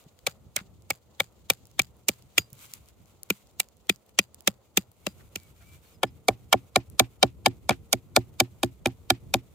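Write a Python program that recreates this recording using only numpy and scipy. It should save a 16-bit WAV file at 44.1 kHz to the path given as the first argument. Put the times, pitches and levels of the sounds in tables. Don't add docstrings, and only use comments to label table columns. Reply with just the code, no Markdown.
import sys
import numpy as np
from scipy import signal
from scipy.fft import rfft, irfft, next_fast_len
from scipy.io import wavfile
from scipy.ndimage import uniform_filter1d

SR = 44100
rng = np.random.default_rng(int(sys.argv[2]) if len(sys.argv) > 2 else 0)


def wav_record(signal):
    frames = np.transpose(np.atleast_2d(signal))
    bounded = np.clip(frames, -1, 1)
    quanta = np.round(bounded * 32767).astype(np.int16)
    wavfile.write(sys.argv[1], SR, quanta)


def voltage_ratio(level):
    return 10 ** (np.asarray(level, float) / 20)


N = 420713
SPAN, LEAD = 8192, 1024
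TIME = (np.arange(SPAN) - LEAD) / SR
SCRUB_S = 5.0


def curve(points, count):
    hz, value = np.transpose(points)
    return np.interp(np.log(np.fft.rfftfreq(count, 1 / SR) + 1), np.log(hz + 1), value)


def colour(x, points):
    count = x.shape[-1]
    cepstrum = irfft(np.log(voltage_ratio(curve(points, count))), count)
    cepstrum[1:count // 2] *= 2
    cepstrum[count // 2 + 1:] = 0
    return irfft(rfft(x) * np.exp(rfft(cepstrum)), count)


def highpass(x, order, hz):
    return signal.sosfilt(signal.butter(order, hz, "high", fs=SR, output="sos"), x)


def ports(pair, sides):
    gain_db = np.array([[.5], [-.5]]) * curve(sides, SPAN)
    return irfft(rfft(pair) * voltage_ratio(gain_db), SPAN)


def peak(pair, db):
    return pair * voltage_ratio(db) / np.abs(pair.mean(axis=0)).max()


def swell(at_s, rise_s, fall_s):
    return np.exp(np.where(TIME < at_s, (TIME - at_s) / rise_s, (at_s - TIME) / fall_s))


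def smooth_noise(x, size):
    return uniform_filter1d(x, size=size) * np.sqrt(size)


def walk(rate_hz):
    hold = int(SR / rate_hz)
    steps = np.repeat(rng.standard_normal(N // hold + 1), hold)
    return 1.3 * uniform_filter1d(uniform_filter1d(steps, hold), hold)[:N]


def ring(push, modes, detune, turn_rad):
    t, axis_hz, drive = np.arange(SPAN) / SR, np.fft.rfftfreq(SPAN, 1 / SR), rfft(push)
    power = np.atleast_2d(np.abs(drive) ** 2).mean(axis=0)
    body = 0
    for (mode_hz, db, t60_s), shift, turn in zip(modes, detune, turn_rad):
        hz = mode_hz * (1 + shift)
        offset = (axis_hz - hz) * t60_s * 2 * np.pi / np.log(1000)
        seen = np.sqrt(np.average(power, weights=1 / (1 + offset ** 2) ** 2))
        phase = 2 * np.pi * hz * t + np.array([[turn], [-turn]])
        body = body + voltage_ratio(db - 60 * t / t60_s) / seen * np.sin(phase)
    return irfft(drive * rfft(body), SPAN)


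def late_lows(x, cycles):
    hz = np.clip(np.fft.rfftfreq(SPAN, 1 / SR), 40, 1500)
    return irfft(rfft(x) * np.exp(-2j * np.pi * cycles * (np.log(hz) - hz / 1500)), SPAN)


def add(out, pair, s):
    at = int(s * SR) - LEAD
    lo, hi = max(at, 0), min(at + SPAN, N)
    out[:, lo:hi] += (pair * signal.windows.tukey(SPAN, .15))[:, lo - at:hi - at]


def chop_on_shore(out):
    # knock_db, body_db, treble_db
    loose_blows = [(0.2653, -12.5, -9, -21, 1), (0.561, -17.5, -14.5, -18.5, 6.5),
                   (0.9015, -18, -1.5, -10, 6.5), (1.1991, -8.5, -12, -22.5, -2),
                   (1.4996, -7.5, -10.5, -19, 4), (1.7918, -4.5, -17.5, -21.5, -2),
                   (2.0832, -17, -4.5, -5, 9.5), (2.378, -8.5, -34.5, -14, 4)]
    pressed_blows = [(3.3009, -13, -31, -7.5, 3.5), (3.5968, -19, -14, -25, 9),
                     (3.8938, -9, -34, -10.5, 4.5), (4.1875, -7.5, -18, -14, 2.5),
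                     (4.4734, -8, -9.5, -11.5, 4.5), (4.771, -11.5, -11, -5, 5.5),
                     (5.0645, -19, -3.5, -5.5, 8), (5.3557, -23, -24, -12, 5)]
    # bite_s, upper_crack_db (beside the blade's note), upper_knock_db
    loose_cuts = [(0.006, -9, 2), (0.0038, -7, -1), (0.0038, -8.5, 1), (0.0041, -6, 2), (0.0021, 0, -1.5),
                  (0.0025, -12.5, 8.5), (0.0054, -5, -2.5), (0.0044, -3.5, 1.5)]
    pressed_cuts = [(.0028, -9.5, -17), (.0048, 2, 10.5), (.0028, 1.5, -7), (.0028, 0.5, -0.5),
                    (.0028, 3.5, 0.5), (.0028, 1, 0.5), (.0028, -1.5, -6), (.0028, -5, 2)]
    # peak_ms (after touch), level_db, crackle_tilt_db
    loose_notes = [(3.6, -18.5, 1.8), (9.4, -25.5, 3.5), (8.2, -19, 2.5), (5.9, -15.5, 0.2),
                   (5.2, -15, 0.5), (6.5, -11, -2), (6.5, -17, 3.5), (3.9, -11.5, -4)]
    pressed_notes = [(5.4, -18, 1), (7.6, -23, 4), (5.6, -16.5, -1.5), (6.9, -16.5, -6.5), (4.2, -22.5, -2),
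                     (4.9, -19.5, 1.9), (4.6, -30, -5), (5.2, -30, -1.5)]
    loose_pitches = [2316, 2206, 2264, 2251, 2346, 2338, 2331, 2383]
    pressed_pitches = [2435, 2325, 2431, 2450, 2362, 2442, 2402, 2433]
    loose_lifts = [.1, .1, 0.09, 0.11, 0.085, .1, .1, .1]
    pressed_lifts = [13.5, -2, -3.5, -1, -1.2, -3, 4, 5]
    # pitch_hz, level_db, t60_s
    modes = [
        [(121, -12.5, 0.24), (154, 7.5, 0.052)],
        [(235, -0.5, 0.052), (294, 1, 0.033), (346, 6, 0.027), (409.4, 13.5, 0.014)],
        [(572, 6.5, 0.021), (782, -1, 0.025), (1140, -6, 0.023), (1280, -5.5, 0.021)],
        [(1416, -13, 0.023), (2030, -5.5, 0.011), (2670, -5, 0.0042), (3370, 5.5, 0.0079), (3620, 3, 0.0078)],
    ]
    # freq_hz, density_db
    treble = [(710, -50.5), (1200, -17.5), (1610, -18.5), (2390, 0), (2750, 4), (3460, -11.5), (4210, -8.5),
              (7270, -9.5), (7930, -12.5), (9440, -15.5), (12800, -22), (14500, -12.5), (16300, -37)]
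    # freq_hz, left_minus_right_db
    sides = [(60, -9), (110, 1), (200, -0.5), (380, -0.5), (700, 9.5), (1290, 0.5), (2380, 3), (4400, 4),
             (8120, -6), (15000, -8)]
    loose = dict(thud_db=-9, drag_db=-58.5, drag_s=0.068, brush_db=-21.5, rough=3,
                 lead_rad=0.87, low_db=-3, low_hz=239)
    pressed = dict(thud_db=-14.5, drag_db=-61.5, drag_s=0.063, brush_db=-21, rough=1.9,
                   lead_rad=1.6, low_db=7.5, low_hz=205)
    rebounds = [(0.66, 0)] * 8  # stall_ms, first_over_second_db
    shore = dict(modes=modes, treble=treble, sides=sides, cycles=0.99, hop_db=-39.5, echo_s=0.43, echo_db=-63.5)
    for blow in zip(loose_blows, loose_cuts, loose_notes, loose_pitches, loose_lifts, rebounds):
        chop(out, *blow, **shore, **loose)
    for blow in zip(pressed_blows, pressed_cuts, pressed_notes, pressed_pitches, pressed_lifts, rebounds):
        chop(out, *blow, **shore, **pressed)


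def chop_on_log(out):
    # knock_db, body_db, treble_db
    blows = [(6.0307, -9, -3, -17.5, -2), (6.282, -6, -1, -15.5, 2.5), (6.5261, -4, -4, -14.5, 0.5),
             (6.7572, -4, -3.5, -13.5, -0.5), (6.994, -2, -5.5, -13.5, 4), (7.227, -3.5, -2.5, -11.5, 0),
             (7.4588, -5, -3, -10.5, -0.5), (7.6907, -4, -7.5, -12, -1.5), (7.7059, -17, -1.5, -8.5, -3),
             (7.927, -11, -3.5, -9, 10.5), (8.1614, -4.5, -1.5, -9, 2.4), (8.3993, -4.5, -7, -11, 4.5),
             (8.6299, -9.5, -2.5, -4, 1.5), (8.8556, -5.5, -6, -9, -0.5), (9.1, -2.5, -8.5, -13.5, 1),
             (9.338, -6, -5, -10.5, 1.5)]
    # bite_s, upper_crack_db (beside the blade's note), upper_knock_db
    cuts = [(.003, -0.5, -2.5), (.003, -4, -1.5), (.003, 2, 4), (.003, -6.5, 0), (.003, 1.5, 1.5),
            (.003, 0, -1), (.003, -3, 3.5), (.003, -4, -8.5), (.003, -4, 2), (.003, 2, -9.5),
            (.003, -6.5, -4), (.003, -0.5, -2), (.003, -1, -6), (.003, -4.5, 5.5), (.0037, -2.5, 8),
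            (.003, 0.5, 1.5)]
    # peak_ms (after touch), level_db, crackle_tilt_db
    notes = [(5.5, -20, -0.2), (5, -13, 3.5), (7.7, -13, -0.5), (4.2, -11, -2.5), (6.3, -13, 1.8),
             (4.8, -14, -6.5), (2.8, -11, -1.5), (5.2, -15, -1), (5.6, -25.5, -4.5), (7.8, -20, 4.5),
             (3.4, -10.5, 2), (4.9, -13, .5), (4.4, -26, 0), (5.2, -15, 0.5), (4.6, -14.5, 0.3),
             (3.2, -13.5, 0)]
    pitches = [2280, 2294, 2285, 2320, 2319, 2357, 2307, 2308, 2400, 2293, 2318, 2309, 2450, 2393, 2346,
               2459]
    lifts = [4, 1.7, 2, 6, -0.55, -3, 1, 1, 1.1, -0.5, 6.5, -0.2, 0.5, -1.3, -1.5, -1.5]
    # stall_ms (after the edge stops), first_over_second_db
    rebounds = [(4.57, 5.5), (3.1, -0.5), (12, -1), (4.33, -2.5), (4.4, -6), (4.4, 4.5), (4.63, 3),
                (4.45, 8), (2.8, 5.5), (4.5, 2), (6.1, -1), (5.67, -5.5), (1.4, -1), (1, -1), (1.8, 1),
                (4.45, 4.5)]
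    # pitch_hz, level_db, t60_s
    modes = [
        [(90, -11.5, 0.033), (119.4, 4, 0.15), (187, 3.5, 0.082)],
        [(259, -3.5, 0.012), (270, -6, 0.11), (340, 3.5, 0.02), (351, -2.5, 0.086)],
        [(449, -7.5, 0.02), (647, -4, 0.024), (766, 1.5, 0.025), (1034, -10, 0.015), (1440, -15.5, 0.0075)],
        [(1419, -8, 0.02), (1762, -14.5, 0.03), (2650, -4, 0.0046), (3187, 3, 0.0085), (3852, 1, 0.0066)],
    ]
    # freq_hz, density_db
    treble = [(710, -44.5), (1200, 0), (1700, -12.5), (1960, -15), (2310, -7), (2750, -15.5), (3780, -7.5),
              (5780, -20.5), (6520, -20), (10900, -29), (13500, -31), (15300, -41.5), (16300, -45.5)]
    # freq_hz, left_minus_right_db
    sides = [(60, -1), (110, -4.5), (200, -2.5), (380, 2.5), (700, 0.5), (1290, -2), (2380, 2.5),
             (4400, -0.5), (8120, -2.5), (15000, -3.5)]
    for blow in zip(blows, cuts, notes, pitches, lifts, rebounds):
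        chop(out, *blow, modes, treble, sides, cycles=1.05, hop_db=-25, echo_s=0.051, echo_db=-52.5,
             thud_db=-10.5, drag_db=-59, drag_s=0.036, brush_db=-21, rough=0.51,
             lead_rad=0.55, low_db=-3.5, low_hz=241)


def chop(out, blow, cut, note, pitch_hz, lift_db, rebound, modes, treble, sides, cycles, hop_db, echo_s, echo_db,
         thud_db, drag_db, drag_s, brush_db, rough, lead_rad, low_db, low_hz):
    start_s, crack_db, knock_db, body_db, treble_db = blow
    bite_s, upper_db, hollow_db = cut
    peak_ms, note_db, tilt_db = note
    noise = rng.standard_normal((6, SPAN))
    touch = 1 / (1 + np.exp(np.clip(-TIME / .0003, -50, 50)))
    fibres = tear_fibres(noise, touch, bite_s, brush_db)

    crackle = colour(colour(fibres, treble), [(4000, -tilt_db / 2), (12000, tilt_db)])
    sound = peak(ports(highpass(crackle, 2, 3800), sides), crack_db + treble_db)
    blade = ring_blade(fibres, modes[3], lift_db)
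    sound = sound + peak(ports(blade, sides), crack_db + upper_db / 2)
    chatter = blade_note(noise[5], touch, pitch_hz, peak_ms, lead_rad)
    sound = sound + peak(ports(chatter, sides), note_db + 0.5)

    push = push_pole(noise[2], touch, bite_s, rebound, rough, hop_db, cycles)
    body = [(low_hz, modes[1][0][1] + low_db, modes[1][0][2])] + modes[1][1:]
    knock = [(hz, db + hollow_db * (hz > 700), t60_s) for hz, db, t60_s in modes[2]]
    thud_level_db = thud_db - 16 + 0.66 * (body_db + 18)
    levels_db = thud_level_db, body_db, knock_db
    for held, lowest, db in zip((modes[0], body, knock), modes, levels_db):
        wood = ring_pole(push, held, lowest[0][0])
        sound = sound + peak(ports(wood, sides), crack_db + db)

    drag_level_db = drag_db - 4 + 0.25 * (crack_db + treble_db + 9.5)
    sound = sound + voltage_ratio(drag_level_db) * scrape_free(noise, bite_s, drag_s)
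    sound = sound + voltage_ratio(crack_db + echo_db) * echo(noise[4:], echo_s)
    add(out, sound, start_s)


def tear_fibres(noise, touch, bite_s, brush_db):
    grain_db = 4.9 * noise[3] + 4 * smooth_noise(noise[5], 16)
    snaps = (noise[:2] + .5 * noise[2]) * voltage_ratio(grain_db)
    bite = swell(bite_s, 0.32 * bite_s, 0.0035) + 2 * swell(bite_s, bite_s, 0.0012)
    stop = swell(bite_s, 0.00022, 0.0011)
    brush = voltage_ratio(brush_db) * swell(0, 0.0043, .001)
    return snaps * (touch * (bite + stop) + brush)


def ring_blade(fibres, modes, lift_db):
    crack = [(hz, db + lift_db * (hz < 2000), t60_s) for hz, db, t60_s in modes]
    blade = ring(fibres, crack, .008 * rng.standard_normal(6), np.zeros(6))
    return highpass(blade, 2, 450)


def blade_note(noise, touch, pitch_hz, peak_ms, lead_rad):
    waver_rad = 0.42 * smooth_noise(noise, 60)
    tone = np.sin(2 * np.pi * pitch_hz * TIME + waver_rad + lead_rad * np.array([[.5], [-.5]]))
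    rise_s, fall_s = .0013, 0.002
    return tone * touch * uniform_filter1d(swell(peak_ms / 1000, rise_s, fall_s), size=60)


def push_pole(noise, touch, bite_s, rebound, rough, hop_db, cycles):
    stall_ms, first_db = rebound
    first = 0.76 * voltage_ratio(first_db) * swell(bite_s - .001, 0.000066, .0001)
    second = swell(bite_s + stall_ms / 1000, 0.00021, 0.00044)
    hop_s = bite_s + 0.013 + 0.0042 * rng.standard_normal()
    hop = voltage_ratio(hop_db) * swell(hop_s, 0.00042, 0.0089)
    return late_lows((1 + rough * noise) * touch * (first + second + hop), cycles)


def ring_pole(push, modes, lowest_hz):
    wood = ring(push, modes, .012 * rng.standard_normal(6), .3 * rng.standard_normal(6))
    return highpass(wood, 4, .7 * lowest_hz)


def scrape_free(noise, bite_s, drag_s):
    # freq_hz, density_db
    drag = [(470, -34.5), (800, -3.5), (4460, -4), (4740, 0.5), (5800, -12.5), (6910, 0.5), (10600, -13),
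            (14500, -5), (16000, -16)]
    release = 1 + np.exp((TIME - bite_s - drag_s) / 0.017)
    scrape = 4.6 * swell(bite_s + 0.012, 0.0026, .55 * drag_s) / release
    hiss = colour(noise[4:] * voltage_ratio(7.5 * smooth_noise(noise[3], 60)), drag)
    return scrape * hiss / hiss.std()


def echo(noise, echo_s):
    dull = colour(noise, [(300, -31.5), (780, -2.5), (1500, -11.5), (2400, -2.0), (3300, -7),
                          (8000, -19.0), (16000, -49.5)])
    return swell(echo_s, 0.016, 0.016) * dull / dull.std()


def skids(out):
    # start_s, length_s, level_db
    glances = [
        (0.276, 0.024, -35.5),
        (0.564, 0.059, -32),
        (5.198, 0.033, -53),
        (5.603, 0.05, -57),
        (5.846, 0.017, -56),
        (7.716, 0.029, -31),
    ]
    # freq_hz, density_db
    bark = [(200, -33), (800, -3), (1500, 9.5), (2400, 2.5), (4200, -3.5), (7000, -13.5), (16000, -25),
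            (17000, -38)]
    for start_s, length_s, db in glances:
        noise = rng.standard_normal((3, SPAN))
        share = np.clip(TIME / length_s, 0, 1)
        rub = colour(noise[:2] * voltage_ratio(4.5 * smooth_noise(noise[2], 40)), bark)
        add(out, voltage_ratio(db) * share ** 0.37 * (1 - share) ** 1.5 * rub / rub.std(), start_s)


def ticks(out):
    # start_s, peak_db, centre_hz, left_minus_right_db
    chips = [(0.039, -50, 2920, 2), (0.1889, -46, 2830, 7), (0.821, -49, 6640, -1),
             (0.9571, -47.5, 14000, 0), (1.5341, -35.5, 2600, -2), (1.6535, -45.5, 6650, -3.5),
             (1.669, -43.5, 13400, 2), (1.818, -21.5, 6500, 2), (2.5021, -47.5, 15000, -15),
             (2.5296, -33, 14300, -6.5), (2.5515, -48, 14560, -6), (2.5907, -42, 6930, -6.5),
             (2.626, -44, 6900, -2), (2.654, -41, 6900, -2), (2.662, -43, 9000, -4), (2.711, -45, 6000, -1),
             (2.7165, -42, 7000, 2), (2.7358, -27.5, 6900, 2.5), (2.7506, -43.5, 6910, -3),
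             (2.8579, -52, 6920, 2.5), (1.3234, -55, 8650, -4), (1.713, -51, 6870, -2),
             (1.9669, -52, 14200, -2.5), (2.2223, -48.5, 5360, 0), (3.4705, -50, 5700, 1),
             (3.511, -53, 6500, 0), (3.7683, -50, 11600, -5), (4.0627, -53, 12200, 0),
             (2.8859, -43, 7100, -3), (3.0568, -48.5, 6830, 10), (3.2316, -27, 13500, 5),
             (3.6859, -45, 6650, -3), (3.869, -50.5, 3370, -1.5), (3.9592, -41.5, 6970, -11),
             (4.092, -51, 3280, 4), (4.3442, -35.5, 8700, -2.5), (4.4062, -36.5, 14600, -8.5),
             (4.4213, -47.5, 13800, -9), (4.9156, -45, 11800, 13), (5.29, -56, 9000, 0),
             (5.4326, -43, 12900, 9), (6.8991, -40.5, 12430, 7), (7.7246, -40, 2870, 4),
             (8.6444, -28.5, 4000, -3), (8.8702, -24, 3100, -10)]
    for start_s, db, hz, pan_db in chips:
        fall_s = np.clip(6 / hz, .0004, .0012)
        grain = rng.standard_normal((2, SPAN)) * swell(.001, .0002, fall_s)
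        tone = colour(grain, [(hz / 30, -50), (hz / 8, -22), (hz / 2, -7), (hz, 0), (16400, -7)])
        add(out, peak(tone * voltage_ratio(np.array([[pan_db], [-pan_db]]) / 2), db), start_s)


def pebbles_and_bumps(out):
    # start_s, pitch_hz, level_db, t60_s
    pebbles = [(.272, 6900, -46, .05), (1.505, 6900, -42, .04), (2.383, 4850, -37, .14),
               (2.385, 6800, -24, .04), (2.385, 14500, -36, .07), (3.9, 4850, -45, .09),
               (3.9, 6900, -44, .04), (4.19, 4850, -45, .11), (4.775, 4850, -47, .09),
               (5.068, 4850, -52, .15), (5.36, 4850, -63, .1)]
    # start_s, pitch_hz, level_db, t60_s
    bumps = [
        (.062, 152, -45.5, 0.064),
        (.064, 254, -49, 0.043),
        (0.613, 190, -39, 0.057),
        (2.525, 135, -43.5, 0.13),
        (2.527, 221, -57, 0.043),
    ]
    for start_s, hz, db, t60_s in pebbles + bumps:
        decay = voltage_ratio(db - 60 * np.abs(TIME) / t60_s) * (TIME > 0)
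        add(out, decay * np.sin(2 * np.pi * hz * TIME) * np.ones((2, 1)), start_s)


def air_layer(points, level_db, flicker_db, rate_hz, grain_db, alike):
    noise = rng.standard_normal((4, next_fast_len(N // 2 + 1) * 2))
    pair = noise[:2] + alike * noise[:2].sum(axis=0)
    layer = colour(pair * voltage_ratio(grain_db * noise[2:]), points)[:, :N]
    return layer / layer.mean(axis=0).std() * voltage_ratio(level_db + flicker_db * walk(rate_hz))


def hands():
    # start_s, hold_s, level_db
    shifts = [(0, 0.002, -61), (1.693, .02, -84), (2.137, 0.053, -70.5), (2.37, 0.019, -63.5),
              (2.564, 0.022, -67.5), (2.619, 0.031, -55.5), (2.737, 0.014, -54.5), (2.876, 0.024, -67.5),
              (3.093, 0.041, -71.5), (3.335, 0.074, -65.5), (5.004, 0.26, -68), (5.325, 0.18, -68),
              (5.604, 0.15, -65), (5.836, 0.11, -67), (7.003, 0.3, -77), (8.297, 0.084, -88),
              (6.109, 7.9, -75)]
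    # freq_hz, density_db
    rustle = [(450, -40), (1000, -4), (1410, -3.5), (1820, -12), (2140, -2.5), (3780, -5.5), (5300, -10),
              (6960, -5), (8280, -7), (11100, -9.5), (14500, -6), (15300, -6.5), (16300, -30.5)]
    t = np.arange(N) / SR
    rise_db_s, fall_db_s = 200, 330
    power = voltage_ratio(2 * -77)
    for start_s, hold_s, db in shifts:
        rise_db = rise_db_s * np.clip(start_s - t, 0, 1)
        fall_db = fall_db_s * np.clip(t - start_s - hold_s, 0, 9)
        power = power + voltage_ratio(2 * (db - rise_db - fall_db))
    return air_layer(rustle, 10 * np.log10(power), flicker_db=2.1, rate_hz=70, grain_db=5.5, alike=.1)


def shingle():
    # freq_hz, density_db
    stones = [(880, -49), (1500, -15.5), (2060, -19.5), (2770, -5.5), (4330, -5), (5710, -10), (6960, -2.5),
              (9850, -19), (16000, -12)]
    t = np.arange(N) / SR
    noise = rng.standard_normal((4, next_fast_len(N // 2 + 1) * 2))
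    layer = colour(noise[:2] * voltage_ratio(3.8 * noise[2:]), stones)[:, :N]
    fade_db = 20 * np.clip(t - 4.6, 0, 9)
    return layer / layer.std() * voltage_ratio(-77 + 1.6 * walk(9.4) + 4 * walk(84) - fade_db)


def breeze():
    # time_s, level_db
    gusts = [(0.0, -64.5), (0.72, -57), (0.95, -66), (1.33, -63), (3.19, -62.5), (3.37, -62.5), (4.86, -69),
             (5.0, -58.5), (5.47, -60), (6.99, -56), (7.62, -50.5), (8.18, -55), (9.03, -57), (9.33, -49),
             (9.54, -60)]
    # freq_hz, density_db
    rumble = [(12, -46.5), (20, -20), (67, 5.5), (97, 3), (179, -5), (258, -11.5), (400, -14.5),
              (520, -43.5), (880, -120)]
    level_db = np.interp(np.arange(N) / SR, *np.transpose(gusts))
    return air_layer(rumble, level_db, flicker_db=3.5, rate_hz=25, grain_db=.1, alike=.4)


def water():
    # freq_hz, density_db
    wash = [(120, -33), (200, -2), (264, -9.5), (490, -4), (925, -12.5), (1360, -18), (1590, -27.5),
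            (2000, -23.5), (2600, -50), (4400, -120)]
    return air_layer(wash, -69, flicker_db=1.5, rate_hz=30, grain_db=1.5, alike=.5)


def birds(out):
    # start_s, end_s, start_hz, end_hz, level_db
    calls = [
        (5.02, 5.06, 2190, 2280, -76),
        (5.36, 5.48, 2340, 2230, -68),
        (5.63, 5.67, 2200, 2320, -67),
        (5.65, 5.775, 2320, 2330, -63.5),
        (5.605, 5.645, 690, 680, -65),
        (5.605, 5.645, 1400, 1380, -67),
        (5.6, 5.625, 2450, 2350, -67),
        (5.855, 5.88, 4350, 4280, -67),
        (5.935, 5.97, 5300, 4860, -68),
        (6.069, 6.098, 5200, 4880, -66),
    ]
    for start_s, end_s, start_hz, end_hz, db in calls:
        share = np.clip(TIME / (end_s - start_s), 0, 1)
        tone = np.sin(2 * np.pi * np.cumsum(start_hz + (end_hz - start_hz) * share) / SR)
        add(out, voltage_ratio(db) * np.sqrt(np.sin(np.pi * share) + 1e-18) * tone * np.ones((2, 1)), start_s)


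def drone():
    t = np.arange(N) / SR
    tone = np.sin(2 * np.pi * np.cumsum(455 * (1 + .02 * walk(12))) / SR)
    return tone * voltage_ratio(-72 + 4 * walk(8)) * np.clip(t - SCRUB_S, 0, 1)


def scene():
    out = np.zeros((2, N))
    chop_on_shore(out)
    chop_on_log(out)
    skids(out)
    ticks(out)
    pebbles_and_bumps(out)
    birds(out)
    return out + hands() + shingle() + breeze() + water() + drone()


def roll_off(x):
    return signal.sosfilt(signal.butter(12, 16490, fs=SR, output="sos"), x)


def record(dry):
    rounded = np.tanh(dry) / np.tanh(1.3)
    thin = highpass(rounded, 2, 46)
    mix = signal.sosfilt(signal.ellip(10, .2, 85, 16100, fs=SR, output="sos"), thin)
    return roll_off(mix)


dry = scene()
out = record(dry)
wav_record(out)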